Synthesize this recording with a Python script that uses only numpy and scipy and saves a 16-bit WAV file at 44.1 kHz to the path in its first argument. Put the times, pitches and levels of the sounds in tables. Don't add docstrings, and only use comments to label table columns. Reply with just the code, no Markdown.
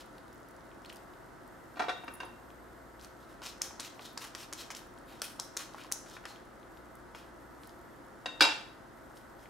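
import sys
import numpy as np
from scipy import signal
from scipy.fft import rfft, irfft, next_fast_len
from scipy.io import wavfile
from scipy.ndimage import uniform_filter1d

SR = 44100
rng = np.random.default_rng(int(sys.argv[2]) if len(sys.argv) > 2 else 0)


def wav_record(signal):
    frames = np.transpose(np.atleast_2d(signal))
    bounded = np.clip(frames, -1, 1)
    quanta = np.round(bounded * 32767).astype(np.int16)
    wavfile.write(sys.argv[1], SR, quanta)


def voltage_ratio(decibels):
    exponent = np.asarray(decibels, float) / 20
    return 10 ** exponent


N = 418509
T = np.arange(N) / SR
CLICK_HALF = 256
CONTACT_S = 0.00081

# (f/Hz, left minus right level/dB)
TICK_PAN = [(3000, 3.5), (12000, -5)]
# (t/s, low level/dB, middle level/dB, dish ring level/dB)
CLATTER = [(1.769, -47, -48, -59), (1.794, -38.5, -34.5, -43), (1.804, -35.5, -36.5, -49),
           (1.819, -37.5, -41, -48), (1.883, -30, -38, -47), (1.892, -36, -38.5, -42),
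           (1.902, -52, -41.5, -51), (1.912, -52, -54, -55), (2.036, -46, -53, -64),
           (2.079, -43.5, -43.5, -53), (2.202, -45.5, -38.5, -48.5), (2.231, -43.5, -50, -56),
           (8.258, -36, -35.5, -39), (8.396, -62.5, -56.5, -52.5), (8.4073, -33.5, -19, -21.5),
           (8.413, -28, -28, -31), (8.42, -31, -30, -22.5), (8.4242, -35, -39, -30.5),
           (8.437, -40.5, -31.5, -34), (8.449, -32, -37, -28), (8.468, -38, -43, -39.5),
           (8.431, -36, -37, -30.5), (8.486, -42, -35, -42), (8.509, -54, -52, -41), (1.758, -59, -60, -62),
           (1.776, -53, -51, -64), (1.798, -37, -33, -47), (1.825, -43, -45, -50), (1.84, -48, -52, -54),
           (1.897, -39, -43, -46)]
LANDING_ENDS_S = [1.87, 2.0, 2.15, 3, 8.39, 8.43]


def unit(x):
    return x / np.sqrt(np.mean(x ** 2))


def along_hz(table, hz):
    points = np.array(table)
    return np.interp(np.log(hz + 1), np.log(points[:, 0]), points[:, 1])


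def resonance(x, hz, width_hz):
    return signal.lfilter(*signal.iirpeak(hz, hz / width_hz, fs=SR), x)


def double_resonance(x, hz, width_hz):
    return resonance(resonance(x, hz, width_hz), hz, width_hz)


def die_away(t, t60_s):
    return np.exp(-np.log(1000) * t / t60_s)


def walk(rate):
    hold = int(SR / 32 / rate)
    steps = np.repeat(rng.standard_normal(N // (32 * hold) + 2), hold)
    coarse = uniform_filter1d(uniform_filter1d(steps, hold), hold)
    return np.interp(np.arange(N) / 32, np.arange(len(coarse)), unit(coarse))


def add(track, s, sound, pan_db):
    i = int(s * SR)
    sound = sound[..., :N - i]
    track[:, i:i + sound.shape[-1]] += sound * voltage_ratio([[pan_db / 2], [-pan_db / 2]])


def add_click(track, s, sound, pan_db):
    add(track, s - CLICK_HALF / SR, sound, pan_db)


def ring(modes, push, detune, length, grip_db=0., grip_s=.01, rock=0., contact_s=CONTACT_S):
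    t = np.arange(int(length * SR))[:, None] / SR
    hz, db, t60 = np.transpose(modes)
    pitch, phase, speed, side = rng.standard_normal((4, len(hz)))
    build_up = 1 - np.exp(-t / contact_s)
    decay = die_away(t, t60) * voltage_ratio(grip_db * np.exp(-t / grip_s)) * build_up
    decay = decay * (1 - rock * np.sin(np.pi * (24 + 7 * speed) * t + .3 * phase) ** 2)
    waves = voltage_ratio(db) * decay * np.sin(2 * np.pi * hz * (1 + detune * pitch) * t + 2 * phase)
    ears = voltage_ratio(np.outer([.5, -.5], 6 * side))
    return signal.lfilter(push, 1., ears @ waves.T)


def click(hz, turns, upper_db, chatter_db, chatter_s):
    t = np.arange(-CLICK_HALF, 2 * CLICK_HALF) / SR
    wave = 0
    for k, ratio in enumerate([1, 1.55, 2.3, 3.6]):
        if ratio * hz < 15500:
            swell = np.exp(-(t * hz * ratio ** 0.31 / turns) ** 2)
            wave = wave + voltage_ratio(k * upper_db) * swell * np.sin(2 * np.pi * ratio * hz * t + k + 1.0)
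    chatter = unit(double_resonance(rng.standard_normal(len(t)), hz, 1.2 * hz))
    chatter = chatter * np.exp(-np.abs(t) / chatter_s) * (t > 0)
    return wave / np.abs(wave).max() + voltage_ratio(chatter_db) * chatter


def fan():
    # (f/Hz, level/dB per Hz)
    colour = [(26, -33), (40, -1), (80, -4.5), (125, -7.5), (170, -2.5), (340, 3.5), (420, -3), (680, -2.5),
              (1450, -5), (2050, -12), (2350, -21.5), (11600, -31.5), (15300, -39), (16400, -49)]
    # (f/Hz, likeness 0-1)
    likeness = [(60, .8), (130, 0.1), (290, 0.67), (640, 0.2), (1410, 0.45), (3100, 0.54), (6820, 0.51),
                (15000, 0.5)]
    # (f/Hz, left minus right level/dB)
    balance = [(60, -1), (110, 10), (200, -3), (380, 1.5), (700, 1.5), (1290, -0.5), (2380, -0.5),
               (4400, 1), (8120, 0.5), (15000, -10)]
    level_db = -52
    long = next_fast_len(N)
    hz = np.fft.rfftfreq(long, 1 / SR)
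    like = np.clip(along_hz(likeness, hz), 0, .99)
    mid, side = rfft(rng.standard_normal((2, long))) * voltage_ratio(along_hz(colour, hz))
    sign = np.array([[1], [-1]])
    pair = np.sqrt(1 + like) * mid + sign * np.sqrt(1 - like) * side
    pair = pair * voltage_ratio(sign * along_hz(balance, hz) / 2)
    return voltage_ratio(level_db + .3 * walk(2)) * unit(irfft(pair, long)[:, :N])


def motors():
    # (f/Hz, level/dB)
    hum = [(37.7, -74), (59.2, -64), (118.4, -69), (140.0, -73), (355.3, -69), (527.6, -69), (651.4, -71),
           (683.7, -71), (936.7, -72), (1314, -70.5), (1486, -74)]
    mains_hz, mains_db = 59.8, -75.5
    beat_s, beat_peak_s, beat_depth = 4.34, 2.76, 3.07
    lines = 0
    for hz, db in hum:
        if abs(hz - mains_hz) > 3:
            lines = lines + voltage_ratio(db + 0.5 * walk(2.8)) * np.sin(2 * np.pi * hz * T + 1.08 * walk(1.11))
    beat = 1 + beat_depth * np.cos(2 * np.pi * (T - beat_peak_s) / beat_s)
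    mains = voltage_ratio(mains_db) * beat * np.sin(2 * np.pi * mains_hz * T)
    return np.sqrt(2) * (lines + mains) * voltage_ratio([[.8], [-.8]])


def simmer():
    size_db = 2.9 * np.minimum(rng.exponential(size=N), 2.5)
    pops = (rng.random(N) < 60 / SR) * voltage_ratio(-52.0 + size_db)
    return resonance(pops, 7100, 11000) * voltage_ratio([[.5], [-.5]])


def scrape():
    # (start t/s, rise/s, level/dB, fall/s, grit level/dB)
    strokes = [(0.0, 0.0034, -55, 0.06, -26), (0.82, .1, -76, .2, -2), (2.995, 0.042, -50, 0.076, -14),
               (3.2, 0.025, -61, 0.1, -30), (3.27, 0.031, -57.5, 0.1, -13), (3.425, 0.044, -45, 0.1, -27),
               (3.625, 0.019, -40.5, 0.089, -13), (3.81, 0.039, -42.5, 0.092, -36),
               (4.005, 0.025, -50, 0.11, -22), (4.03, 0.025, -43.5, 0.088, -32),
               (4.176, .005, -48, 0.066, -20), (4.35, 0.0041, -47, 0.044, -8),
               (4.705, .005, -48, 0.063, -23), (3.8, 0.0055, -44, 0.067, -27), (0.05, 0.091, -71, 0.69, -6),
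               (4.185, 0.063, -43.5, 0.08, -18), (4.37, 0.05, -42.5, 0.058, -19),
               (4.54, 0.062, -45.5, 0.09, -26), (4.75, 0.015, -46, 0.067, -7),
               (5.061, 0.048, -50, 0.11, -18), (5.225, .015, -47, 0.15, -2.5),
               (5.405, 0.024, -49.5, 0.12, -6), (5.58, 0.011, -43.5, 0.11, -9),
               (5.76, 0.03, -54.5, 0.14, -14), (5.93, .01, -56, 0.12, 5), (6.07, 0.084, -53.5, .06, -24),
               (6.262, .04, -50, 0.096, -28), (7.15, 0.0095, -49.5, 0.12, -23), (7.6, 0.03, -67, .2, 2),
               (9.14, 0.031, -66, .08, 2), (9.38, 0.054, -64, 0.11, -12)]
    # (f/Hz, width/Hz, level/dB)
    bowl_modes = [(1400, 1100, 18), (2610, 830, 16.5), (3800, 2000, 19), (5150, 630, 11), (5970, 440, 4.5),
                  (3670, 160, 8), (4150, 330, 10), (6950, 280, 5), (3170, 230, 6), (11500, 1400, -1)]
    start_db, end_db = -10.5, -24
    level, top_db = np.zeros((2, N))
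    for s, rise_s, db, fall_s, grit_db in strokes:
        span = slice(max(int(s * SR), 0), int((s + rise_s + 1.5 * fall_s) * SR))
        after = T[span] - s - rise_s
        shape_db = np.where(after < 0, -start_db * after / rise_s, end_db * after / fall_s)
        stroke = voltage_ratio(db + shape_db)
        top_db[span] = np.where(stroke > level[span], grit_db, top_db[span])
        level[span] = np.maximum(level[span], stroke)
    level = uniform_filter1d(level, int(0.0068 * SR))
    uneven = voltage_ratio(1.8 * rng.exponential(size=N) + 1.8 * walk(150))
    slips = (rng.random(N) < .2) * rng.standard_normal(N) * uneven
    bowl = sum(voltage_ratio(db + 5.5 * walk(18)) * unit(resonance(slips, hz, width)) for hz, width, db in bowl_modes)
    grit = resonance(resonance(slips, 8600, 7000), 9100, 6600) * voltage_ratio(1.8 * walk(27))
    return level * voltage_ratio(-2.5) * (unit(bowl) + voltage_ratio(top_db) * unit(grit)) * voltage_ratio([[.6], [-.6]])


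def drops(track):
    # (t/s, peak/dB, f/Hz)
    lone = [(0.1823, -39, 3200), (0.281, -49, 3790), (0.3286, -45, 5490), (0.3465, -46, 12860),
            (0.3796, -50, 9580), (0.4867, -43, 11950), (0.6082, -48, 4460), (0.7161, -44, 2600),
            (0.8487, -36, 3080), (0.8575, -40, 2800), (0.8575, -44, 12000), (0.9005, -29.5, 2700),
            (0.93, -39, 11500), (0.969, -38, 4860), (1.1372, -46, 3080), (1.477, -42, 11000),
            (2.504, -42, 2980), (6.36, -36, 2920), (6.6305, -44.5, 2950), (6.7724, -42.5, 3160),
            (6.9542, -38.5, 9710), (7.1489, -33.5, 2780), (7.635, -38.5, 3800), (7.6735, -35, 13110),
            (7.6939, -42.5, 5150), (9.1706, -43, 3200), (9.1754, -40, 5630), (9.214, -49, 2800),
            (9.3946, -48, 4100), (9.458, -38, 2030), (0.058, -47, 10500), (0.51, -43, 9500),
            (0.565, -44, 6640), (0.8965, -35, 4300), (0.9264, -37, 2610), (0.9593, -37, 9000),
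            (3.965, -48, 13000), (4.131, -42, 12000), (4.865, -52, 13500), (4.872, -48, 10000),
            (4.911, -52, 13500), (4.94, -49, 10000), (4.978, -43.5, 4000), (4.9866, -42, 9000),
            (5.1976, -43, 5150), (8.063, -54, 11000), (8.238, -53, 13000)]
    # (start t/s, length/s, level/dB, f/Hz)
    trickles = [
        (0.2, .27, -53, 9000),
        (7.635, .085, -47.5, 5970),
    ]
    runs = []
    for s, length, db, hz in trickles:
        for when, size, pitch in rng.random((6, 3)):
            runs.append((s + length * when, db + 12 * (size - .5), hz * 2 ** (1.2 * (pitch - .5))))
    for s, db, hz in lone + runs:
        add_click(track, s, voltage_ratio(db - 4.0) * click(hz, 0.84, -16.0, -13.0, 0.0019), along_hz(TICK_PAN, hz))


def films(track):
    # (t/s, peak/dB, f/Hz)
    tears = [(0.064, -50, 11500), (0.182, -48, 12000), (0.281, -50, 9000), (0.332, -52, 10500),
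             (0.82, -49, 6200), (0.849, -52, 11000), (0.8865, -47, 4000), (0.893, -46, 5500),
             (0.892, -50, 12000), (0.898, -45, 9000), (0.905, -43, 4200), (0.9275, -42, 9000),
             (0.935, -46, 10000), (0.947, -46, 8000), (0.9685, -42, 11500), (5.737, -41, 3700),
             (5.738, -47, 9000), (5.751, -46, 5400), (5.7945, -45, 3000), (5.838, -48, 11000),
             (5.847, -42, 2800), (5.867, -50, 9000), (0.861, -49, 6500), (6.1685, -45, 1800)]
    for s, db, hz in tears:
        add_click(track, s, voltage_ratio(db - 1.0) * click(hz, 0.8, -10.0, -14.0, 0.0015), along_hz(TICK_PAN, hz))


def squeaks(track):
    # (t/s, peak/dB, f/Hz)
    slips = [
        (0.861, -38.5, 4300),
        (0.9625, -44, 4970),
        (4.7055, -35, 6400),
        (4.71, -35, 6000),
        (4.75, -30, 5400),
        (4.751, -34, 7200),
        (4.769, -33, 6000),
    ]
    for s, db, hz in slips:
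        add_click(track, s, voltage_ratio(db - 4.0) * click(hz, 3.6, -25.0, -12.0, 0.0032), .9)


def whine():
    # (start t/s, end t/s)
    spells = [(.9, 1.3), (1.5, 3.25), (3.93, 4.2), (4.4, 4.52), (4.66, 4.8), (6.7, 6.82), (6.9, 6.98),
              (7.24, 7.3), (7.39, 7.99), (8.93, 9.49)]
    # (f/Hz, width/Hz, level/dB)
    bands = [(7050, 200, -87), (8350, 250, -83), (12350, 200, -86), (12870, 300, -79)]
    on = sum((T > start) * (T < end) * 1. for start, end in spells)
    on = uniform_filter1d(on, int(.02 * SR))
    tone = 0
    for hz, width, db in bands:
        tone = tone + voltage_ratio(db) * unit(double_resonance(rng.standard_normal(N), hz, width))
    return on * tone * voltage_ratio([[.8], [-.8]])


def stick_clatter(counter):
    stick_hz = np.array([292, 325, 525, 715, 872, 920, 1020, 1170, 1350, 1412, 1512, 1580, 1850])
    stick_t60 = [0.074, 0.11, 0.069, 0.06, .069, 0.069, 0.1, .056, 0.043, 0.056, .044, 0.036, 0.064]
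    places = [
        [-2, -20, -10, 7, 0, -3, -3, 0.5, 0, -16, 1, -28, -2.5],
        [-23, -16, -5, 2.5, -8, -7, -3, -2, 2, -24, 4, -32, -1],
        [-4, -11, -5, 0.5, 0.5, 1.5, -3, 0, 1, -13, 0, -20, -1],
        [-3, -13, 0, 1, -7, -1, 3, -14, -15, -13, -3.5, -21.5, -5],
        [-23, -25.5, -3, -1.5, -2.5, -12.5, -0.5, -9, -8, -16, -2, -24, -1.5],
        [-3.5, -11, 1, 0.5, 3, 4.5, -7, -8.5, -1, -3, 2.5, -2, -8.5],
        [-3, -11.5, -8.5, 4, 6.5, 1, -3.5, -5, -5.5, -9, -4.5, -6, -17.5],
    ]
    for s, low_db, middle_db, _ in CLATTER:
        place = np.searchsorted(LANDING_ENDS_S, s)
        share_db = places[place] + np.where(stick_hz < 1100, low_db, middle_db)
        modes = np.c_[stick_hz, share_db, np.minimum(stick_t60, .06)]
        add(counter, s, ring(modes, [1.], 0.0053, length=.1), 1.8)


def counter_rattle(counter):
    # (f/Hz, t60/s, left minus right level/dB)
    groups = [(466, 0.053, 1.5), (1500, 0.085, -3), (3500, 0.067, 0.5), (7550, 0.056, -2.5)]
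    t = np.arange(int(.15 * SR)) / SR
    for s, low_db, middle_db, ring_db in CLATTER:
        high_db = ring_db - 1.5
        top_db = high_db - 10.0 + 1.3 * (ring_db + 24.0)
        levels_db = [low_db - 4.0, middle_db - 4.5, high_db, top_db]
        for (centre, t60, pan_db), level_db in zip(groups, levels_db):
            noise = unit(double_resonance(rng.standard_normal(len(t)), centre, 1.0 * centre))
            shape = die_away(t, t60) * (1 - np.exp(-t / CONTACT_S))
            add(counter, s, voltage_ratio(level_db) * noise * shape, pan_db)


def dish_ring(dish):
    dish_hz = [2337, 2371, 2721, 2756, 2915, 3386, 3709, 3783, 3825, 4070, 4370, 4905, 5055, 5430, 6195,
               6940, 7632, 9100, 3946, 8540]
    dish_t60 = [.18, .28, .42, .22, .18, .33, 0.47, .2, .2, .22, .22, .25, .25, .18, .18, .2, .36, .15, .16,
                .09]
    places = [
        [0, -12, -0.5, -21, -16, -9, -16, -21, -11, -20, -8, -14, -35, -14, -16, -30, -32, -44, -7, -19],
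        [-5, -11, -2.5, -25, -27, -1.5, -4, -8, -16, -19, -16, -16, -31, -14, -27, -34, -43, -43, -5, -26],
        [-3, 0, 3, -1, -24, -6, -6, -5, -30, -18, -17, -8, -13, -32, -20, -26, -35, -28, -15, -40],
        [-30, -33, 3, 7.5, -18, -12, -7, -9, -22, -35, -19, -8, -17, -42, -17, -44, -36, -25, -17, -33],
        [-25, -28.5, 0, -2, -12, -11.5, 1.5, -7.5, -2.5, -18.5, -15.5, -4.5, -40.5, -38.5, -15, -30, -19.5,
         -47.5, -21.5, -30],
        [-6.5, -29.5, -3.5, -6.5, -8, -8, -12, -11, -4.5, -22, -7.5, 1, -19, -13.5, -18, -27, -18.5, -43, -13,
         -39],
        [-10, -2.5, -5, -17, -13, -14.5, -13, -15.5, -16, -12, -14, -10.5, -8, -18, -30, -31, -18.5, -38, -16,
         -42],
    ]
    for s, _, _, ring_db in CLATTER:
        place = np.searchsorted(LANDING_ENDS_S, s)
        modes = np.c_[dish_hz, np.add(places[place], ring_db - 2.5), dish_t60]
        length = .4 if ring_db > -28 else .2
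        add(dish, s, ring(modes, [1.], 0.00055, length, grip_db=8.0, grip_s=0.017, rock=0.84), 1.4)


def bracelet(track):
    # (t/s, peak/dB, left minus right level/dB)
    tinkles = [
        (2.043, -43, -6),
        (2.118, -50, -6),
        (2.138, -31.5, -5),
        (2.151, -33, -5),
        (2.204, -42, -5),
        (2.249, -42, -6),
    ]
    # (f/Hz, level/dB, t60/s)
    beads = [(8800, -19, 0.05), (10500, -5.5, 0.11), (10200, -4.5, .04), (12000, -14, .04),
             (13900, -10, .03), (15600, -10, .03)]
    for s, db, pan_db in tinkles:
        shake = rng.standard_normal(90) / 8.5
        sound = ring(beads, shake, 0.0043, length=.2, contact_s=.0002, rock=.6)
        add(track, s, voltage_ratio(db - 14.5) * sound, pan_db)
        add_click(track, s, voltage_ratio(db - 11.0) * click(10200, 2.0, -4, -14.0, 0.004), pan_db)


def snaps(track):
    # (t/s, peak/dB, f/Hz)
    hits = [(2.996, -46, 3500), (3.0123, -42, 5010), (3.581, -48, 5500), (3.642, -34, 6000),
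            (4.0205, -43, 3740), (4.5907, -38, 3600), (5.8369, -40, 5180), (6.1582, -46, 4200),
            (3.994, -38, 2590), (3.4194, -40, 4500), (3.047, -35, 5230), (3.426, -47, 4330),
            (3.438, -43, 5150), (3.486, -38, 5490), (3.6152, -42, 4390), (3.6187, -13.5, 6200),
            (3.798, -27, 4100), (3.7991, -26, 5650), (3.805, -25.5, 6000), (4.175, -34, 3820),
            (4.177, -23.5, 5200), (4.3502, -26.5, 4970), (4.354, -38, 6000), (4.432, -40, 3700),
            (4.5278, -25.5, 6000), (4.5344, -23.5, 5900), (4.7045, -31.5, 4600), (4.7105, -38, 5900),
            (4.749, -35, 3180), (4.7205, -45, 6600), (5.2187, -18, 5440), (5.22, -29, 11820),
            (5.223, -31, 10600), (5.394, -40, 3790), (5.3988, -18, 5870), (5.5685, -21.5, 6500),
            (5.5722, -18, 5800), (5.917, -31, 6140), (5.923, -14.5, 6050), (5.923, -19, 10500),
            (5.9175, -31, 9500), (5.926, -32, 5500), (6.088, -49, 3800), (6.26, -52, 9500),
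            (6.0988, -38.5, 6100), (6.255, -32.5, 5200)]
    rebound_s, rebound_db = 0.0097, -22
    for s, db, hz in hits:
        for late_s, soft_db in [(0, 0), (rebound_s, rebound_db)]:
            add_click(track, s + late_s, voltage_ratio(db + soft_db) * click(hz, 1.28, -10.5, -12.5, 0.0023), .9)


def knocks(track):
    # (t/s, peak/dB, f/Hz)
    hits = [(3.4195, -32.5, 1010), (3.6143, -32.5, 1530), (3.6202, -38, 1940.0), (3.652, -52, 900.0),
            (3.709, -37, 1050), (3.7961, -32.5, 1150), (3.807, -40, 1400.0), (3.996, -33, 900.0),
            (4.175, -28.5, 1180), (4.3503, -29, 1510), (4.526, -30, 1440), (4.7043, -27, 1340),
            (5.2189, -25.5, 1400), (5.3947, -30, 920), (5.5512, -50, 1360.0), (5.568, -28.5, 1500),
            (5.7462, -32, 1025), (5.783, -35, 1270), (5.847, -39, 970.0), (5.916, -29, 1480),
            (5.9583, -39, 970.0), (6.062, -38, 1420), (6.167, -31.5, 1650), (6.174, -43, 840.0),
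            (6.239, -38, 1310.0), (6.254, -26.5, 1490), (6.3065, -38, 800.0), (7.149, -32.5, 1330)]
    # (f/Hz, level/dB, t60/s)
    body = [(445, 5.5, 0.012), (587, 3.5, 0.013), (900, -2.5, 0.035)]
    for s, db, hz in hits:
        add_click(track, s, voltage_ratio(db - 6.5) * click(hz, 1.0, -16.5, -6.5, 0.007), 1.2)
        add(track, s, voltage_ratio(db - 15.0) * ring(body, [1.], 0.028, length=.05), 1.2)


def worktop_boom(track):
    # (f/Hz, level/dB, t60/s)
    boom = [(150, -47, 0.18), (82.5, -56.5, .3), (235, -57, .12)]
    add(track, 8.409, ring(boom, np.hanning(100) / 50, 0., length=0.28), 1.)


def walls():
    # (f/Hz, t60/s)
    room_t60 = [(200, 0.33), (1000, 0.35), (4000, 0.55), (12000, 0.17)]
    t = np.arange(int(.6 * SR)) / SR
    echo = 0
    for hz in 180 * 2 ** np.arange(7):
        noise = resonance(rng.standard_normal((3, len(t))), hz, hz / 1.17)
        echo = echo + noise * die_away(t, along_hz(room_t60, hz))
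    echo = (echo[0] + 1.08 * echo[1:]) * (1 - np.exp(-t / 0.00014))
    return echo / np.linalg.norm(echo[0])


def room(dry, wet_db):
    return dry + voltage_ratio(wet_db) * signal.fftconvolve(dry, walls(), axes=1)[:, :N]


def scene():
    counter, near, dish = np.zeros((3, 2, N))
    bed = fan() + motors() + whine()
    broth = simmer() + scrape()
    for source in [drops, films, squeaks, bracelet, snaps, knocks]:
        source(near)
    stick_clatter(counter)
    counter_rattle(counter)
    dish_ring(dish)
    worktop_boom(dish)
    no_bass = signal.butter(2, 220, "high", fs=SR, output="sos")
    counter = signal.sosfilt(no_bass, counter)
    return room(counter, -4.5) + room(near + broth, -8.0) + room(dish, -12.5) + bed


def low_pass(x):
    return signal.sosfilt(signal.butter(12, 16540, fs=SR, output="sos"), x)


def record(dry):
    top = signal.ellip(6, .5, 40, 15650, fs=SR, output="sos")
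    return low_pass(signal.sosfilt(top, dry))


dry = scene()
out = record(dry)
wav_record(out)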